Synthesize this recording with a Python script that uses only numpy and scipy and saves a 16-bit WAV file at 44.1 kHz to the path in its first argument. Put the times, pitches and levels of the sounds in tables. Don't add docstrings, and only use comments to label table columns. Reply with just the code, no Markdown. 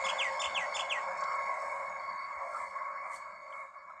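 import sys
import numpy as np
from scipy import signal
from scipy.fft import rfft, irfft, next_fast_len
from scipy.io import wavfile
from scipy.ndimage import uniform_filter1d, map_coordinates

SR = 44100
rng = np.random.default_rng(int(sys.argv[2]) if len(sys.argv) > 2 else 0)


def int16_out(signal):
    q = np.round(np.clip(np.atleast_2d(signal).T, -1, 1) * 32767)
    wavfile.write(sys.argv[1], SR, q.astype(np.int16))


N = 176400

# time_s, level_db
LOW_ROAR_LEVEL = [(.25, -42.5), (1.4, -45), (1.85, -46), (2.05, -52.5), (2.28, -59.5), (2.4, -49),
                  (2.95, -51.5), (3.25, -58), (3.6, -56), (4, -64)]
# freq_hz, gain_db
LOW_ROAR_COLOUR = [(200, -51), (400, -23), (490, -10.5), (540, -2.5), (630, 1.5), (760, 1), (880, -1),
                   (1170, -20), (2000, -82)]
# time_s, level_db
MID_ROAR_LEVEL = [(.55, -38.5), (.7, -40.5), (1.35, -39), (1.65, -42), (2.65, -43.5), (2.9, -42),
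                  (3.1, -43.5), (3.45, -51), (3.58, -46), (3.78, -50.5)]
# freq_hz, gain_db
MID_ROAR_COLOUR = [(600, -53), (830, -13.5), (920, 3), (1010, 6), (1120, 8), (1200, -2), (1350, -4),
                   (1480, -7), (1620, -5), (1780, -6.5), (2000, -34), (2500, -61)]
# time_s, level_db
RAIL_RING_LEVEL = [(0, -42), (.9, -47), (1.5, -43.5), (1.75, -47), (3.15, -48.5), (3.35, -54), (3.57, -50),
                   (3.8, -59)]
# freq_hz, gain_db
RAIL_RING_COLOUR = [(1750, -30.5), (2000, -6), (2200, 2.5), (2300, -8.5), (2420, -23.5), (2800, -58.5)]
# freq_hz, gain_db
FAR_COLOUR = [(350, -0.5), (480, -7.5), (620, 5.5), (790, -6.5), (1000, 0), (1350, 4), (1480, -8),
              (1680, 0.5), (1870, -5.5), (2100, -1)]
# centre_s, half_width_s, level_db
WHEEL_SURGES = [(2.56, 0.033, -38), (3.06, 0.024, -42), (3.905, 0.0095, -43)]
# freq_hz, gain_db
WHEEL_SURGE_COLOUR = [(450, -31.5), (560, -9), (1370, 11), (1550, -25), (2000, -38)]
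# time_s, level_db
MESH_LEVEL = [(0, -42), (.8, -48.5), (1.42, -35), (1.6, -42.5), (2.7, -46.5), (2.92, -40), (3.4, -56.5),
              (3.58, -45.5), (3.75, -62), (4, -51)]
# start_hz, re_low_roar_db
DRIVE_HUMS = [(542, -5.5), (592, -8), (914, -8), (1343, -18.5), (1624, -12.5)]
# centre_s, half_width_s, gain_db
TRAIN_LULLS = [(2.705, 0.032, -7), (3.71, 0.029, -7)]

# time_s, level_db
RUMBLE_LEVEL = [(0, -65), (2.5, -72), (4, -80.5)]
# freq_hz, gain_db
TRACK_COLOUR = [(28, -48), (47, -15.5), (72, 5), (120, -11), (193, 7), (235, -2.5), (380, -4.5), (700, -34)]
# time_s, level_db
SIZZLE_LEVEL = [(0, -52), (.9, -57.5), (1.1, -60), (1.9, -66), (2.7, -72.5), (3.8, -78)]
# freq_hz, gain_db
SIZZLE_COLOUR = [(1500, -20.5), (2500, 3), (3050, -7), (3900, 0), (4200, -8.5), (5300, -2), (5950, -17),
                 (6600, 2.5), (8700, -11.5), (15000, -15.5)]
# time_s, level_db
LOWER_MODE_LEVEL = [(.8, -62), (1.08, -68), (1.4, -60), (1.9, -74), (2.0, -65.5), (2.17, -60.5),
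                    (2.3, -68.5), (3.05, -73.5), (3.18, -64.5), (3.3, -70.5), (4, -91.5)]
# freq_hz, gain_db
LOWER_MODE_COLOUR = [(4130, -34.5), (4430, 12), (4600, 8.5), (4900, -39)]
# time_s, level_db
UPPER_MODE_LEVEL = [(1.6, -66.5), (2.1, -79), (2.55, -73), (4, -96.5)]

# start_s, length_s, level_db, pitch_ratio
CHIP_NOTES = [(.037, .046, -38, .98), (.391, .045, -35.5, 1.015), (.739, .045, -35.5, 1.0)]
# note_fraction, pitch_hz, gain_db
CHIP_SHAPE = [(0, 2930, -23), (0.149, 3395, -8), (0.351, 3547, -3), (.55, 3544, -4), (0.68, 2820, 1),
              (1, 1870, -17)]
# pitch_multiple, gain_db
CHIP_OVERTONES = [(1.5, -0.5), (2, -7.5), (2.5, -10.5), (3, -9)]
# start_s, length_s, level_db, pitch_ratio
ARCH_NOTES = [(.083, .023, -31, .98), (.105, .015, -39, .88), (.435, .026, -33, 1.03),
              (.459, .017, -38, .91), (.787, .025, -31, 1.0), (.809, .016, -40, .87)]
# note_fraction, pitch_hz, gain_db
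ARCH_SHAPE = [(0, 2098, -2), (0.401, 3414, -2), (.8, 3377, -6.5), (1, 2430, 11)]
# pitch_multiple, gain_db
ARCH_OVERTONES = [(1.5, -9.5), (2, -16), (2.5, -18), (3, -14)]
# start_s, length_s, level_db, pitch_ratio
SLUR_NOTES = [(.181, .116, -28, 1.0), (.541, .116, -29, 1.0), (.893, .103, -29, .985)]
# note_fraction, pitch_hz, gain_db
SLUR_SHAPE = [(0, 3560, -22), (.1, 3460, -8), (.32, 2640, 1), (.42, 2300, -7), (.53, 2130, -10),
              (.64, 2010, -3), (.88, 1910, -5), (1, 1890, -15)]
# pitch_multiple, gain_db
SLUR_OVERTONES = [(2, -18), (3, -20.5), (4, -25)]
# freq_hz, gain_db
BEAK_RESPONSE = [(1800, -3), (3400, 0.5), (5300, -5.5), (7200, 6), (8800, -5.5), (12000, -18)]
# freq_hz, t60_s
FOLIAGE_DECAY = [(1500, 0.21), (10000, 0.4)]

# centre_s, level_db
MIC_BUMPS = [(.48, -54), (2.38, -59)]
# start_s, level_db, centre_hz, width_log_ratio
NEAR_TICKS = [(1.174, -55.5, 7000, 0.13), (1.206, -48.5, 6940, 0.1), (1.237, -47.5, 4740, 0.35),
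              (1.353, -53, 7160, 0.13), (3.158, -48.5, 7930, 0.61), (3.522, -56.5, 3150, 0.067)]
# centre_s, half_width_s, level_db
NEAR_RUSTLES = [(1.659, 0.18, -58), (2.588, 0.1, -58), (3.149, 0.032, -51), (3.58, 0.075, -66.5)]
# freq_hz, gain_db
NEAR_RUSTLE_COLOUR = [(3000, -12), (5000, -11), (7200, 1), (15000, -4.5)]
# freq_hz, gain_db
MIC_RESPONSE = [(8750, -1), (9350, -22.5), (9950, -9), (11300, -21.5)]

MESH_START_HZ, MESH_RISE_HZ_PER_S = 1082.3, 7.8


def amp(db):
    return 10 ** (np.asarray(db) / 20)


def unit(x):
    return x / np.sqrt(np.mean(x ** 2) + 1e-20)


def along(points, hz):
    freqs_hz, values = np.transpose(points)
    return np.interp(np.log(hz + 1), np.log(freqs_hz + 1), values)


def curves(rows, at):
    knots, *columns = np.transpose(rows)
    return [np.interp(at, knots, column) for column in columns]


def level(t, rows):
    return amp(curves(rows, t)[0])


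def bell(t, centre_s, half_width_s):
    return np.exp(-((t - centre_s) / half_width_s) ** 2)


def wobble(rate_hz):
    return map_coordinates(rng.standard_normal(8192), [np.arange(N) * rate_hz / SR], mode="wrap")


def filtered(x, response):
    size = next_fast_len(N + SR // 2)
    return irfft(rfft(x, size) * response(np.fft.rfftfreq(size, 1 / SR)), size)[:N]


def rush(colour, patchy_db):
    spectra = signal.stft(rng.standard_normal(N), nperseg=1024)[2]
    patches = uniform_filter1d(rng.standard_normal(spectra.shape), size=5, axis=0)
    patches = unit(uniform_filter1d(patches, size=9, axis=1))
    noise = signal.istft(spectra * amp(patchy_db * patches), nperseg=1024)[1][:N]
    return unit(filtered(noise, lambda hz: amp(along(colour, hz))))


def fuzzy_tone(t, hz, wander_hz):
    phase = 2 * np.pi * hz * t
    return unit(wobble(wander_hz) * np.sin(phase) + wobble(wander_hz) * np.cos(phase))


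def wheels(t, far_s=3.8, waver_db=0.6):
    near = (level(t, LOW_ROAR_LEVEL) * rush(LOW_ROAR_COLOUR, patchy_db=2)
            + level(t, MID_ROAR_LEVEL) * rush(MID_ROAR_COLOUR, patchy_db=3)
            + level(t, RAIL_RING_LEVEL) * rush(RAIL_RING_COLOUR, patchy_db=2.5))
    far = filtered(near, lambda hz: amp(along(FAR_COLOUR, hz)))
    far_mix = np.clip(t / far_s, 0, 1) ** 2
    swell = sum(amp(db) * bell(t, at_s, width_s) for at_s, width_s, db in WHEEL_SURGES)
    surges = swell * rush(WHEEL_SURGE_COLOUR, patchy_db=4)
    return amp(waver_db * wobble(17)) * ((1 - far_mix) * near + far_mix * far) + surges


def gears(t, octave_db=-44.5, octave_fade_db_per_s=4.5):
    mesh_hz = MESH_START_HZ + MESH_RISE_HZ_PER_S * t + 1.108 * wobble(25.44)
    phase = 2 * np.pi * np.cumsum(mesh_hz) / SR
    mesh = level(t, MESH_LEVEL) * amp(1.4 * wobble(16)) * np.sin(phase)
    octave = amp(octave_db - octave_fade_db_per_s * t + 0.4 * wobble(7.9)) * np.sin(2 * phase)
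    return np.sqrt(2) * (mesh + octave)


def drive(t):
    warped_s = t + MESH_RISE_HZ_PER_S / MESH_START_HZ * t ** 2 / 2
    hums = sum(amp(db) * fuzzy_tone(warped_s, hz, wander_hz=22) for hz, db in DRIVE_HUMS)
    return level(t, LOW_ROAR_LEVEL) * hums


def rails(t, flutter_db=1.3, grain_db=1.8, upper_mode_hz=5390):
    rumble = level(t, RUMBLE_LEVEL) * amp(wobble(16)) * rush(TRACK_COLOUR, patchy_db=2.5)
    flicker = amp(flutter_db * wobble(30) + grain_db * wobble(400))
    sizzle = level(t, SIZZLE_LEVEL) * unit(flicker * rush(SIZZLE_COLOUR, patchy_db=4.5))
    lower = level(t, LOWER_MODE_LEVEL) * rush(LOWER_MODE_COLOUR, patchy_db=2)
    upper = level(t, UPPER_MODE_LEVEL) * fuzzy_tone(t, upper_mode_hz, wander_hz=220)
    return rumble + sizzle + amp(3.2 * wobble(20)) * (lower + upper)


def train(t):
    lull_db = sum(db * bell(t, at_s, width_s) for at_s, width_s, db in TRAIN_LULLS)
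    return amp(lull_db) * (wheels(t) + gears(t) + drive(t)) + rails(t)


def bird_notes(t, rows, shape, overtones, rasp_rad, highpass_hz):
    rasp_below_hz, rasp_span_hz = 3300, 700
    pure_below_hz, pure_db_per_hz = 2080, 0.05
    ramp_s = 0.003
    out = np.zeros(N)
    drift = 1 + 0.004 * wobble(700)
    flutter = amp(0.8 * wobble(250))
    scatter = wobble(2600)
    for start_s, length_s, db, pitch_ratio in rows:
        on = (t >= start_s) & (t < start_s + length_s)
        age_s = t[on] - start_s
        contour_hz, contour_db = curves(shape, age_s / length_s)
        jitter_rad = rasp_rad * np.clip((rasp_below_hz - contour_hz) / rasp_span_hz, 0, 1) * scatter[on]
        hz = contour_hz * pitch_ratio * drift[on]
        phase = 2 * np.pi * np.cumsum(hz) / SR
        voice = amp(along(BEAK_RESPONSE, hz)) * np.sin(phase)
        fade_db = pure_db_per_hz * np.minimum(hz - pure_below_hz, 0)
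        for k, overtone_db in overtones:
            gain = amp(overtone_db + fade_db + along(BEAK_RESPONSE, k * hz))
            gain /= 1 + (highpass_hz / (k * hz)) ** 20
            voice += gain / (1 + np.abs(k * jitter_rad)) * np.sin(k * (phase + jitter_rad))
        ramp = np.clip(np.minimum(age_s, length_s - age_s) / ramp_s, 0, 1)
        out[on] += amp(db + contour_db) * ramp * flutter[on] * voice
    return out


def bird(t):
    chips = bird_notes(t, CHIP_NOTES, CHIP_SHAPE, CHIP_OVERTONES, rasp_rad=0.23, highpass_hz=4750)
    arches = bird_notes(t, ARCH_NOTES, ARCH_SHAPE, ARCH_OVERTONES, rasp_rad=0.21, highpass_hz=4630)
    slurs = bird_notes(t, SLUR_NOTES, SLUR_SHAPE, SLUR_OVERTONES, rasp_rad=0, highpass_hz=5400)
    return amp(2.5) * chips + amp(2) * (arches + slurs)


def among_trees(direct, trunk_delay_s=0.0125, trunk_db=-10.5, foliage_db=-7.5):
    freqs_hz, age_s, spectra = signal.stft(rng.standard_normal(SR // 2), SR, nperseg=256)
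    decay = amp(-60 * age_s / along(FOLIAGE_DECAY, freqs_hz)[:, None])
    tail = signal.istft(spectra * decay, SR, nperseg=256)[1]
    foliage = signal.fftconvolve(direct, tail / np.linalg.norm(tail))[:N]
    trunk = filtered(direct, lambda hz: np.exp(-2j * np.pi * hz * trunk_delay_s))
    return direct + amp(trunk_db) * trunk + amp(foliage_db) * foliage


def mic_bumps(t, pitch_hz=70, half_width_s=0.014):
    return sum(amp(db) * bell(t, at_s, half_width_s) * np.sin(2 * np.pi * pitch_hz * (t - at_s))
               for at_s, db in MIC_BUMPS)


def ticks(t, t60_s=0.055):
    out = np.zeros(N)
    for start_s, db, centre_hz, width in NEAR_TICKS:
        noise = rng.standard_normal(N)
        band = filtered(noise, lambda hz: np.exp(-(np.log((hz + 1) / centre_hz) / width) ** 2 / 2))
        out += (t >= start_s) * amp(db - 60 * np.abs(t - start_s) / t60_s) * unit(band)
    return out


def rustles(t, grain_db=2.2):
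    swell = sum(amp(db) / (1 + ((t - at_s) / width_s) ** 2) for at_s, width_s, db in NEAR_RUSTLES)
    return swell * unit(amp(grain_db * wobble(500)) * rush(NEAR_RUSTLE_COLOUR, patchy_db=3))


def scene():
    t = np.arange(N) / SR
    return (train(t) + among_trees(bird(t)) + mic_bumps(t) + ticks(t) + rustles(t))[None]


def record(dry):
    limit_hz = 15500
    return filtered(dry[0], lambda hz: amp(along(MIC_RESPONSE, hz)) * (hz < limit_hz))[None]


dry = scene()
out = record(dry)
int16_out(out)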